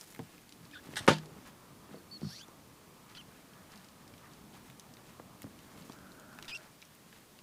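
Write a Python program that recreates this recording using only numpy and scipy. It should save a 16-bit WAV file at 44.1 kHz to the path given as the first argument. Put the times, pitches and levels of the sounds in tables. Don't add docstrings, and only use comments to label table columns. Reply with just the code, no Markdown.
import sys
import numpy as np
from scipy import signal
from scipy.io import wavfile

SR = 44100
rng = np.random.default_rng(int(sys.argv[2]) if len(sys.argv) > 2 else 0)


def waveform_to_disk(signal):
    frames = np.transpose(np.atleast_2d(signal))
    scaled = np.clip(frames, -1, 1) * 32767
    samples = np.round(scaled).astype(np.int16)
    wavfile.write(sys.argv[1], SR, samples)


def linear_from_db(decibels):
    return 10 ** (np.asarray(decibels, float) / 20)


N = 327222

# (time [s], rumble level [dB], far whoosh level [dB])
ROOM_LEVELS = [
    (0.0, -62.5, -78),
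    (0.72, -59.5, -62),
    (1.07, -53, -64),
    (1.49, -59.5, -59),
    (3.37, -60, -58),
    (5.72, -57, -59.5),
    (6.49, -58, -57.5),
    (6.72, -62.5, -61),
    (7.42, -61.5, -67),
]
# (frequency [Hz], density [dB per Hz])
RUMBLE_SPECTRUM = [(15, -44), (25, -15.5), (146, 1), (176, 0), (213, 2.5), (444, -8.5), (605, -11),
                   (1220, -16), (1500, -32), (1950, -45), (3300, -120)]
# (frequency [Hz], density [dB per Hz])
WHOOSH_SPECTRUM = [(500, 0), (900, 1.5), (1400, 14.5), (1800, -29), (2600, -31), (4000, -20)]
# (frequency [Hz], density [dB per Hz])
HISS_SPECTRUM = [(180, -13), (300, -14.5), (546, -12.5), (1210, -14.5), (2030, -11.5), (13800, -18.5),
                 (14500, -21), (16000, -28)]
# (frequency [Hz], level [dB])
WHINE_TONE = [(14993, -80)]
# (middle time [s], spread [s], level [dB], brightness [dB])
RUSTLE_SWELLS = [(0.019, 0.029, -62, 9.5), (.11, 0.072, -71, 12), (.26, 0.15, -64, -10),
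                 (.65, 0.025, -63, -9), (.91, 0.089, -54.5, -8), (1.04, 0.035, -51, -12),
                 (1.25, 0.14, -64, -20), (1.4, 0.034, -66, -15), (1.475, 0.024, -54, -9),
                 (1.93, 0.022, -57.5, -26), (3.105, 0.032, -57.5, -25), (3.36, 0.072, -62.5, -17),
                 (3.76, 0.1, -61, -16), (3.74, 0.018, -64, -25), (4.3, 0.12, -66, -15),
                 (4.56, 0.032, -58, -10), (4.69, 0.045, -61.5, -6), (5.09, 0.031, -58, -20),
                 (5.6, 0.15, -71.5, -10), (5.8, 0.14, -62.5, -5), (5.93, 0.028, -65, -15),
                 (6.15, 0.12, -74, -4), (6.42, 0.075, -64, -1), (6.64, 0.038, -55.5, -22),
                 (7.15, 0.062, -62.5, -7)]
# (time [s], peak level [dB], pitch [Hz])
STIFF_SNAPS = [(.0454, -53, 6640), (.0722, -50, 6050), (.1037, -48, 6800), (.1481, -40.5, 2270),
               (.1614, -44.5, 1800), (.3795, -47, 2310), (.4923, -47, 4540), (3.212, -45, 2000),
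               (4.3345, -49, 4060), (4.18, -49, 3500), (4.314, -51, 3500), (5.07, -51, 4000),
               (.1912, -43.5, 2200), (6.437, -48, 2000), (4.6997, -44, 2200), (4.796, -39, 5400),
               (5.4295, -41, 5200), (5.5897, -45, 2900), (5.7753, -49, 1940), (5.8222, -47, 4180),
               (5.932, -46, 5500), (6.1973, -46, 6700), (6.3285, -45, 1850), (6.3874, -37.5, 1600),
               (6.4074, -57, 1800), (6.4253, -35.5, 2880), (6.4457, -42, 2340), (6.4534, -44, 3560),
               (6.5724, -38.5, 4760)]
# (time [s], peak level [dB], pitch [Hz])
LIMP_SNAPS = [(.0104, -35.5, 5200), (.5232, -40, 4100), (.6519, -45, 4030), (.7123, -46.5, 3200),
              (.9373, -38.5, 1800), (.9577, -32, 3600), (1.066, -41, 5600), (1.1837, -37, 3240),
              (1.2574, -47, 4680), (3.1492, -46, 2900), (3.5344, -48.5, 2900), (3.7189, -45, 4770),
              (3.7574, -43, 4500), (3.775, -46, 4770), (3.8447, -49, 5130), (3.886, -47, 4700),
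              (4.0776, -44.5, 5070), (4.138, -46.5, 2260), (4.5381, -51, 2910), (4.9377, -44.5, 4950),
              (4.9691, -44.5, 3460), (5.896, -43.5, 3620), (5.9209, -40, 4240), (5.987, -50, 3200),
              (6.1185, -46, 3700), (6.8174, -43, 3550), (6.8249, -39.5, 2380), (6.8508, -47, 5800),
              (7.1272, -43.5, 1800), (7.3886, -44, 2680)]
# (time [s], peak level [dB], pitch [Hz])
CLAW_TICKS = [
    (5.4191, -42, 2040),
    (6.9496, -52.5, 2130),
]
# (time [s], peak level [dB], pitch [Hz])
LIP_SMACKS = [
    (2.1105, -57, 5200),
    (2.1754, -57, 4800),
    (2.1954, -55, 5000),
    (2.2104, -47.5, 5000),
    (2.4823, -50, 5800),
]
# (time [s], peak level [dB], pitch [Hz], edge above 500 Hz [dB], T60 [s])
SOFT_BUMPS = [(0.191, -36, 450, -4.5, 0.11), (0.197, -37, 167.4, -8, 0.2), (0.607, -47.5, 165.4, -20, 0.26),
              (.889, -42, 216, -21, 0.19), (.934, -43, 170, -4, 0.25), (1.005, -39.5, 141, -8, 0.2),
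              (1.364, -46.5, 194, -6.5, 0.26), (1.469, -52.5, 224, 1, .12), (1.892, -49.5, 396, 0, .1),
              (1.911, -42.5, 198, -12, 0.22), (1.9427, -39.5, 485, -7, 0.056), (1.705, -49, 230, -9, 0.11),
              (1.97, -48, 450, -8, .1), (2.216, -38.5, 203.7, -10, 0.24), (2.228, -30.5, 204.7, -19, 0.17),
              (2.245, -33, 183.4, -19, 0.19), (2.265, -39.5, 166, -17, 0.1),
              (2.4835, -45.5, 580, -7, 0.026), (4.235, -53, 1200, -3, .14), (5.197, -39.5, 390, -3, 0.025),
              (5.442, -37, 208, -7.5, 0.11), (5.467, -52, 300, 2, 0.047), (5.897, -41, 387, -1.5, 0.033),
              (0.1914, -43, 1250, -5, 0.13)]
# (time [s], pitch [Hz], level [dB])
SQUEAK_CONTOURS = [
    [(.732, 1810, -58), (.74, 1750, -53), (.75, 1620, -61), (.756, 1510, -51), (.773, 1520, -52),
     (.779, 1550, -60), (.8, 1650, -58)],
    [(.72, 2500, -64), (.728, 2480, -61), (.748, 2400, -59)],
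    [(1.955, 4450, -78), (1.963, 4480, -70)],
    [(1.978, 4480, -75), (2.0, 4400, -84)],
    [(2.112, 4430, -63), (2.13, 4490, -60), (2.15, 4430, -60), (2.175, 4270, -60.5)],
    [(2.285, 1010, -72), (2.315, 1566, -63), (2.35, 1950, -63), (2.366, 2070, -78), (2.382, 2205, -65),
     (2.4, 2820, -58), (2.411, 3130, -59), (2.436, 3540, -58.5), (2.448, 3600, -68)],
    [(2.403, 1610, -70), (2.413, 1605, -58.5), (2.422, 1570, -73)],
    [(3.17, 1416, -56), (3.18, 1480, -63)],
    [(3.168, 2790, -62), (3.178, 2920, -53), (3.188, 3150, -54), (3.196, 3100, -54), (3.208, 2820, -56),
     (3.227, 2600, -69)],
    [(6.512, 2505, -53), (6.518, 2480, -48), (6.53, 2480, -44), (6.54, 2640, -43), (6.547, 2756, -45),
     (6.554, 2716, -42), (6.56, 2760, -42), (6.566, 2720, -42), (6.571, 2600, -58)],
]
# (overtones against tone [dB], roughness [0-1])
CALL_VOICING = [(-20, .45), (-16, 0.35), (-40, .15), (-40, .1), (-40, 0.04), (-0.5, .22), (3, 0.32),
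                (1, 0.2), (-11, .13), (-12.5, 0.1)]
# (frequency [Hz], gain [dB])
THROAT_RESPONSE = [(1000, 2.5), (3000, 0), (3800, 4.5), (4700, 13.5), (5600, 0.5), (6800, -6), (8000, 2),
                   (12000, -10)]
# (start [s], length [s], level [dB], throat from
# [Hz], throat to [Hz])
BREATH_SWELLS = [
    (0.728, 0.066, -54.5, 3600, 3350),
    (2.213, 0.16, -53.5, 4410, 4600),
    (2.221, .07, -60, 5300, 5520),
    (2.271, .14, -53.5, 5030, 6030),
    (2.326, 0.095, -53, 4000, 4800),
    (4.226, 0.054, -60, 1854, 1870),
    (2.273, 0.09, -63, 11200, 11000),
]
# (start [s], length [s], level [dB], throat from [Hz], throat to [Hz])
BREATH_BURSTS = [
    (3.168, 0.012, -59, 4150, 4300),
    (6.498, .022, -50, 3200, 2800),
    (6.549, 0.021, -55.5, 5900, 5400),
    (6.5465, .006, -52, 3500, 3000),
]
# (time [s], level [dB])
SHOVE_LEVELS = [
    (.957, -42),
    (.965, -46),
    (.969, -35),
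    (.976, -34.5),
    (.995, -43.5),
    (1.02, -56),
    (1.05, -56),
]
# (frequency [Hz], bandwidth [Hz], level [dB])
WAD_HOLLOWS = [(1800, 710, 5), (3330, 1200, 2), (5200, 350, -1.5), (8000, 730, -2)]
# (time [s], peak level [dB])
KNOCK_STEPS = [
    (1.0770, -20),
    (1.0793, -13.5),
    (1.0811, -11),
    (1.0830, -22),
    (1.0845, -4),
    (1.0952, -18),
    (1.1037, -11.5),
    (1.118, -16),
]
# (frequency [Hz], level [dB], T60 [s])
SHELL_MODES = [(117, -17.5, 0.32), (156.3, -2.5, 0.45), (198.4, 0.5, 0.25), (228.4, -3, 0.31),
               (261, -1.5, 0.12), (333, -6.5, 0.27), (393, -9, 0.19), (506, -1.5, 0.11), (531, -5.5, .09),
               (707, -13, 0.15), (893, 1, 0.13), (1400, -16, 0.1), (1232, -4, 0.11)]
# (frequency [Hz], density [dB per Hz])
RATTLE_SPECTRUM = [(290, -25), (500, -0.5), (795, -7), (893, -2), (1230, -5.5), (1340, -4), (2430, -13),
                   (8580, -28), (16000, -50)]
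# (frequency [Hz], T60 [s])
RATTLE_T60 = [(400, 0.15), (2000, 0.14), (5000, 0.22), (14000, 0.074)]
# (frequency [Hz], density [dB per Hz])
CHATTER_SPECTRUM = [(700, -13), (1500, -9), (3500, 4), (6000, -14.5), (9000, -14), (14000, -38)]
# (start [s], length [s], level [dB], slap rate [per s], throat [Hz])
CALL_CREAKS = [
    (3.15, 0.036, -52, 560, 3320),
    (6.48, 0.0324, -43, 980, 3500),
]
# (start [s], end [s], frequency [Hz], bandwidth [Hz], level [dB])
FAR_DRONES = [
    (5.88, 6.68, 1450, 260, -63),
    (4.2, 4.35, 1180, 290, -67),
    (5.9, 6.68, 606, 86, -70.5),
]


def rms_one(x):
    return x / np.sqrt(np.mean(x ** 2) + 1e-20)


def columns(rows, first=0, size=N):
    s, *rest = np.transpose(rows)
    times = (first + np.arange(size)) / SR
    return [np.interp(times, s, c) for c in rest]


def span(rows):
    first, size = round(rows[0][0] * SR), round((rows[-1][0] - rows[0][0]) * SR)
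    k = np.arange(size)
    return first, size, np.clip(np.minimum(k, size - k) / (0.00099 * SR), 0, 1)


def at_hz(points, hz):
    table = np.array(points)
    return np.interp(np.log(hz), np.log(table[:, 0]), table[:, 1])


def add(out, s, piece):
    at = round(s * SR)
    out[at:at + len(piece)] += piece[:N - at]


def drift(rate, size=N):
    knots = rng.standard_normal(size // 100 + 300)
    return np.interp(np.arange(size) * rate / SR, np.arange(len(knots)), knots)


def flicker(depth_db, rate):
    knots = linear_from_db(depth_db * rng.standard_normal(400))
    return np.interp(np.arange(N) * (rate / SR), np.arange(400), knots)


def band(x, low_hz, high_hz):
    edges = np.clip([low_hz, high_hz], 15, .45 * SR)
    return signal.sosfilt(signal.butter(2, edges, "band", fs=SR, output="sos"), x)


def ring(x, hz, t60):
    r, w = linear_from_db(-60 / (t60 * SR)), 2 * np.pi * hz / SR
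    return signal.lfilter([0, np.sin(w)], [1, -2 * r * np.cos(w), r * r], x + 1e-18)


def coloured(spectrum, shape, size=N):
    edges = 20 * 2 ** np.arange(0, 10, .5)
    white = rng.standard_normal((2, size))
    out = np.zeros(size)
    for k, mid in enumerate(np.sqrt(edges[:-1] * edges[1:])):
        if spectrum[0][0] < mid < spectrum[-1][0]:
            noise = band(white[k % 2], edges[k], edges[k + 1])
            out += linear_from_db(at_hz(spectrum, mid)) * shape(mid) * noise
    return out


def background():
    rumble_db, whoosh_db = columns(ROOM_LEVELS)
    rumble = rms_one(flicker(1.3, 9.0) * coloured(RUMBLE_SPECTRUM, lambda hz: flicker(1.9, 14.0)))
    whoosh = rms_one(coloured(WHOOSH_SPECTRUM, lambda hz: flicker(2.5, 12.0)))
    hiss = rms_one(coloured(HISS_SPECTRUM, lambda hz: 1))
    hz, whine_db = WHINE_TONE[0]
    whine = np.sqrt(2) * np.sin(2 * np.pi * hz * np.arange(N) / SR + 1.46 * drift(30.0))
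    room = linear_from_db(rumble_db + 0.5) * rumble + linear_from_db(whoosh_db - 8.0) * whoosh
    return room + linear_from_db(-63.5) * hiss + linear_from_db(whine_db) * whine


def rustle(per_s=3000.0, spread_db=3.0):
    stir_db = -75.5
    born = rng.random(N) < per_s / SR * flicker(3.5, 40.0)
    strength = linear_from_db(spread_db * np.minimum(rng.exponential(1, N), 4))
    cracks = born * strength * np.sign(rng.random(N) - .5)
    pitches, dealt = np.geomspace(1100, 11500, 11), rng.integers(0, 11, N)
    rings = [ring(cracks * (dealt == k), hz, 3.0 / hz) for k, hz in enumerate(pitches)]
    dull, bright = rms_one(sum(rings[:8])), rms_one(sum(rings[8:]))
    out = linear_from_db(stir_db) * (dull + bright)
    for middle, spread, level_db, bright_db in RUSTLE_SWELLS:
        k = slice(max(round((middle - 3 * spread) * SR), 0), round((middle + 3 * spread) * SR))
        swell = np.exp(-((np.arange(N)[k] / SR - middle) / spread) ** 2)
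        out[k] += linear_from_db(level_db - 3.0) * swell * (dull[k] + linear_from_db(bright_db) * bright[k])
    return out


def snaps():
    out, t = np.zeros(N), np.arange(1100) / SR
    kinds = ((STIFF_SNAPS, -8), (LIMP_SNAPS, -25), (CLAW_TICKS, 5), (LIP_SMACKS, -25))
    fade = np.exp(-t / 0.0011) + linear_from_db(-16 - 60 * t / 0.05)
    for rows, top_db in kinds:
        for s, peak_db, hz in rows:
            noise = rng.standard_normal((2, len(t)))
            noise[:, 0] = 2.6
            body = band(noise[0] * fade, hz / 2.35, hz * 1.79)
            favoured = rms_one(band(body, hz / 1.14, hz * 1.17)) / 12
            body = body / abs(body).max() + linear_from_db(-5.5) * favoured
            top = band(noise[1] * fade, 6000, 15000)
            crack = body / abs(body).max() + linear_from_db(top_db) * top / abs(top).max()
            add(out, s + .0006, linear_from_db(peak_db + 1.3) * crack)
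    return out


def bumps():
    out, t = np.zeros(N), np.arange(8000) / SR
    for s, peak_db, hz, edge_db, t60 in SOFT_BUMPS:
        push = rng.standard_normal(len(t)) * np.exp(-t / 0.003)
        push[0] = 3.2
        soft = band(push, 95, 540)
        low = np.zeros(len(t))
        for ratio in (.6, .78, 1, 1.3, 1.7, 2.2):
            weakening = max(ratio ** (0.6 - edge_db / 4.3), ratio ** -1.5)
            low += ring(soft, hz * ratio, max(t60, .02) / ratio ** 0.17) / weakening
        edge = band(push * np.exp(-t / 0.075), 590, 1380)
        add(out, s, linear_from_db(peak_db + 1.5) * (low / abs(low).max() + linear_from_db(edge_db) * edge / abs(edge).max()))
    return out


def squeaks():
    overtone_step_db = -7.5
    effort = .7
    out = np.zeros(N)
    for rows, (overtones_db, rough) in zip(SQUEAK_CONTOURS, CALL_VOICING):
        first, size, fade = span(rows)
        hz, level_db = columns(rows, first, size)
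        phase = 2 * np.pi * np.cumsum(hz * (1 + 0.172 * rough * drift(888.0, size))) / SR
        weakening_db = effort * (level_db - level_db.max())
        partials_db = np.r_[0, overtones_db + overtone_step_db * np.arange(4)]
        tone = np.zeros(size)
        for k, partial_db in enumerate(partials_db):
            gain_db = partial_db + at_hz(THROAT_RESPONSE, (k + 1) * hz) + (k > 0) * weakening_db
            tone += linear_from_db(gain_db) * np.sin((k + 1) * phase)
        strength = linear_from_db(level_db + 6.7 * rough * drift(412.0, size))
        add(out, first / SR, np.sqrt(2) * fade * tone * strength)
    return out


def hoarse_shapes():
    peak, rise_db, fall_db, burst_fall_db = 0.42, 10, 9, -2
    shapes = []
    for s, length, db, low, high in BREATH_SWELLS:
        top = (s + peak * length, db, low + peak * (high - low))
        shapes.append([(s, db - rise_db, low), top, (s + length, db - fall_db, high)])
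    for s, length, db, low, high in BREATH_BURSTS:
        shapes.append([(s, db, low), (s + length, db - burst_fall_db, high)])
    return shapes


def rasps(pulses_per_s=650.0, breath=.5):
    throat_width = 0.17
    out = np.zeros(N)
    for rows in hoarse_shapes():
        first, size, fade = span(rows)
        level_db, hz = columns(rows, first, size)
        turns = np.cumsum(pulses_per_s * linear_from_db(3.4 * drift(350.0, size))) / SR
        puffs = breath + 2.1 * np.exp(-(turns % 1) / .25)
        noise = rng.standard_normal((5, size)) * puffs * linear_from_db(2.2 * drift(90.0, size))
        narrow = signal.sosfilt(signal.butter(2, 230, fs=SR, output="sos"), noise[:2])
        wide = signal.sosfilt(signal.butter(2, 900, fs=SR, output="sos"), noise[2:4])
        share = np.clip((throat_width * hz - 400) / 1300, 0, 1)
        slow = np.sqrt(1 - share) * rms_one(narrow) + np.sqrt(share) * rms_one(wide)
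        phase = 2 * np.pi * np.cumsum(hz) / SR
        throat = slow[0] * np.cos(phase) + slow[1] * np.sin(phase)
        top = band(noise[4], 2000, 9300)
        add(out, first / SR, fade * linear_from_db(level_db) * (throat + linear_from_db(-10.5) * rms_one(top)))
    return out


def shove():
    out = np.zeros(N)
    first, size, fade = span(SHOVE_LEVELS)
    level_db, = columns(SHOVE_LEVELS, first, size)
    cracks = rng.standard_normal(size) * linear_from_db(2.8 * drift(494.0, size))
    hollows = sum(linear_from_db(db) * band(cracks, hz - width / 2, hz + width / 2) for hz, width, db in WAD_HOLLOWS)
    broad = band(cracks, 540, 7200)
    add(out, first / SR, fade * linear_from_db(level_db) * rms_one(rms_one(hollows) + rms_one(broad)))
    return out


def knock():
    out, size = np.zeros(N), 20000
    start, t = KNOCK_STEPS[0][0], np.arange(size) / SR
    clicks = np.zeros(size)
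    for s, peak_db in KNOCK_STEPS:
        clicks[round((s - start) * SR)] = -linear_from_db(peak_db)
    shell = np.zeros(size)
    for hz, level_db, t60 in SHELL_MODES:
        struck = clicks * linear_from_db(rng.normal(0, 1.8, size))
        shell += linear_from_db(level_db - 23.5) * ring(struck, hz, t60)
    slap = linear_from_db(-0.5) * ring(clicks, 378, 0.0095)
    rise = 1 - np.exp(-t / 0.00052)
    shaking_db = 1.9 * drift(110.0, size)

    def decay(hz):
        return rise * linear_from_db(-60 * t / at_hz(RATTLE_T60, hz) + shaking_db + 1.1 * drift(85.0, size))

    rattle = coloured(RATTLE_SPECTRUM, decay, size)
    add(out, start, shell + slap + linear_from_db(-32.5) * rms_one(rattle))
    return out


def chatter():
    hold_s, hold_db = 0.091, -16
    out, size = np.zeros(N), 6000
    t = np.arange(size) / SR
    grains = linear_from_db(3.1 * drift(400.0, size) - 70 * t) / (1 + np.exp((t - hold_s) / 0.003))
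    buzz = coloured(CHATTER_SPECTRUM, lambda hz: grains * linear_from_db(1.7 * drift(81.0, size)), size)
    add(out, KNOCK_STEPS[1][0], linear_from_db(-29.0 + hold_db) * rms_one(buzz))
    return out


def creaks():
    jitter, t60, upper_ratio, fall_db = .2, 0.0032, 1.38, 6.5
    out = np.zeros(N)
    for s, length, level_db, per_s, hz in CALL_CREAKS:
        first, size, fade = span([(s,), (s + length,)])
        turns = np.cumsum(per_s * (1 + jitter * drift(700.0, size))) / SR
        slaps = np.diff(np.floor(turns), prepend=-1) * linear_from_db(2.0 * rng.standard_normal(size))
        rung = ring(slaps, hz, t60) + linear_from_db(-4.5) * ring(slaps, hz * upper_ratio, t60)
        rung = rung + linear_from_db(-3.0) * band(slaps, 1100, 7700)
        level = linear_from_db(level_db - fall_db * np.arange(size) / size)
        add(out, s, level * np.sqrt(fade) * rms_one(rung))
    return out


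def drones():
    out = np.zeros(N)
    for start, end, hz, width, level_db in FAR_DRONES:
        size = round((end - start) * SR)
        noise = band(rng.standard_normal(size), hz - width / 2, hz + width / 2)
        level = linear_from_db(level_db + 1.2 * drift(60.0, size))
        add(out, start, level * signal.windows.tukey(size, .25) * rms_one(noise))
    return out


def scene():
    near = rustle() + snaps() + rasps() + shove() + chatter() + creaks()
    walls = np.zeros(N)
    for lag_s, echo_db in ((.0023, -22.5), (.0047, -13.5), (.011, -14.5)):
        add(walls, lag_s, linear_from_db(echo_db) * near)
    thuds = signal.sosfilt(signal.butter(2, 95, "high", fs=SR, output="sos"), bumps())
    thuds = thuds + signal.sosfilt(signal.butter(4, 105, "high", fs=SR, output="sos"), knock())
    return (near + walls + squeaks() + thuds + drones() + background())[None]


def low_pass(x):
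    return signal.sosfilt(signal.butter(12, 16490, fs=SR, output="sos"), x)


def record(dry):
    cut = signal.sosfilt(signal.cheby2(14, 60, 16200, fs=SR, output="sos"), dry)
    return low_pass(cut)


dry = scene()
out = record(dry)
waveform_to_disk(out)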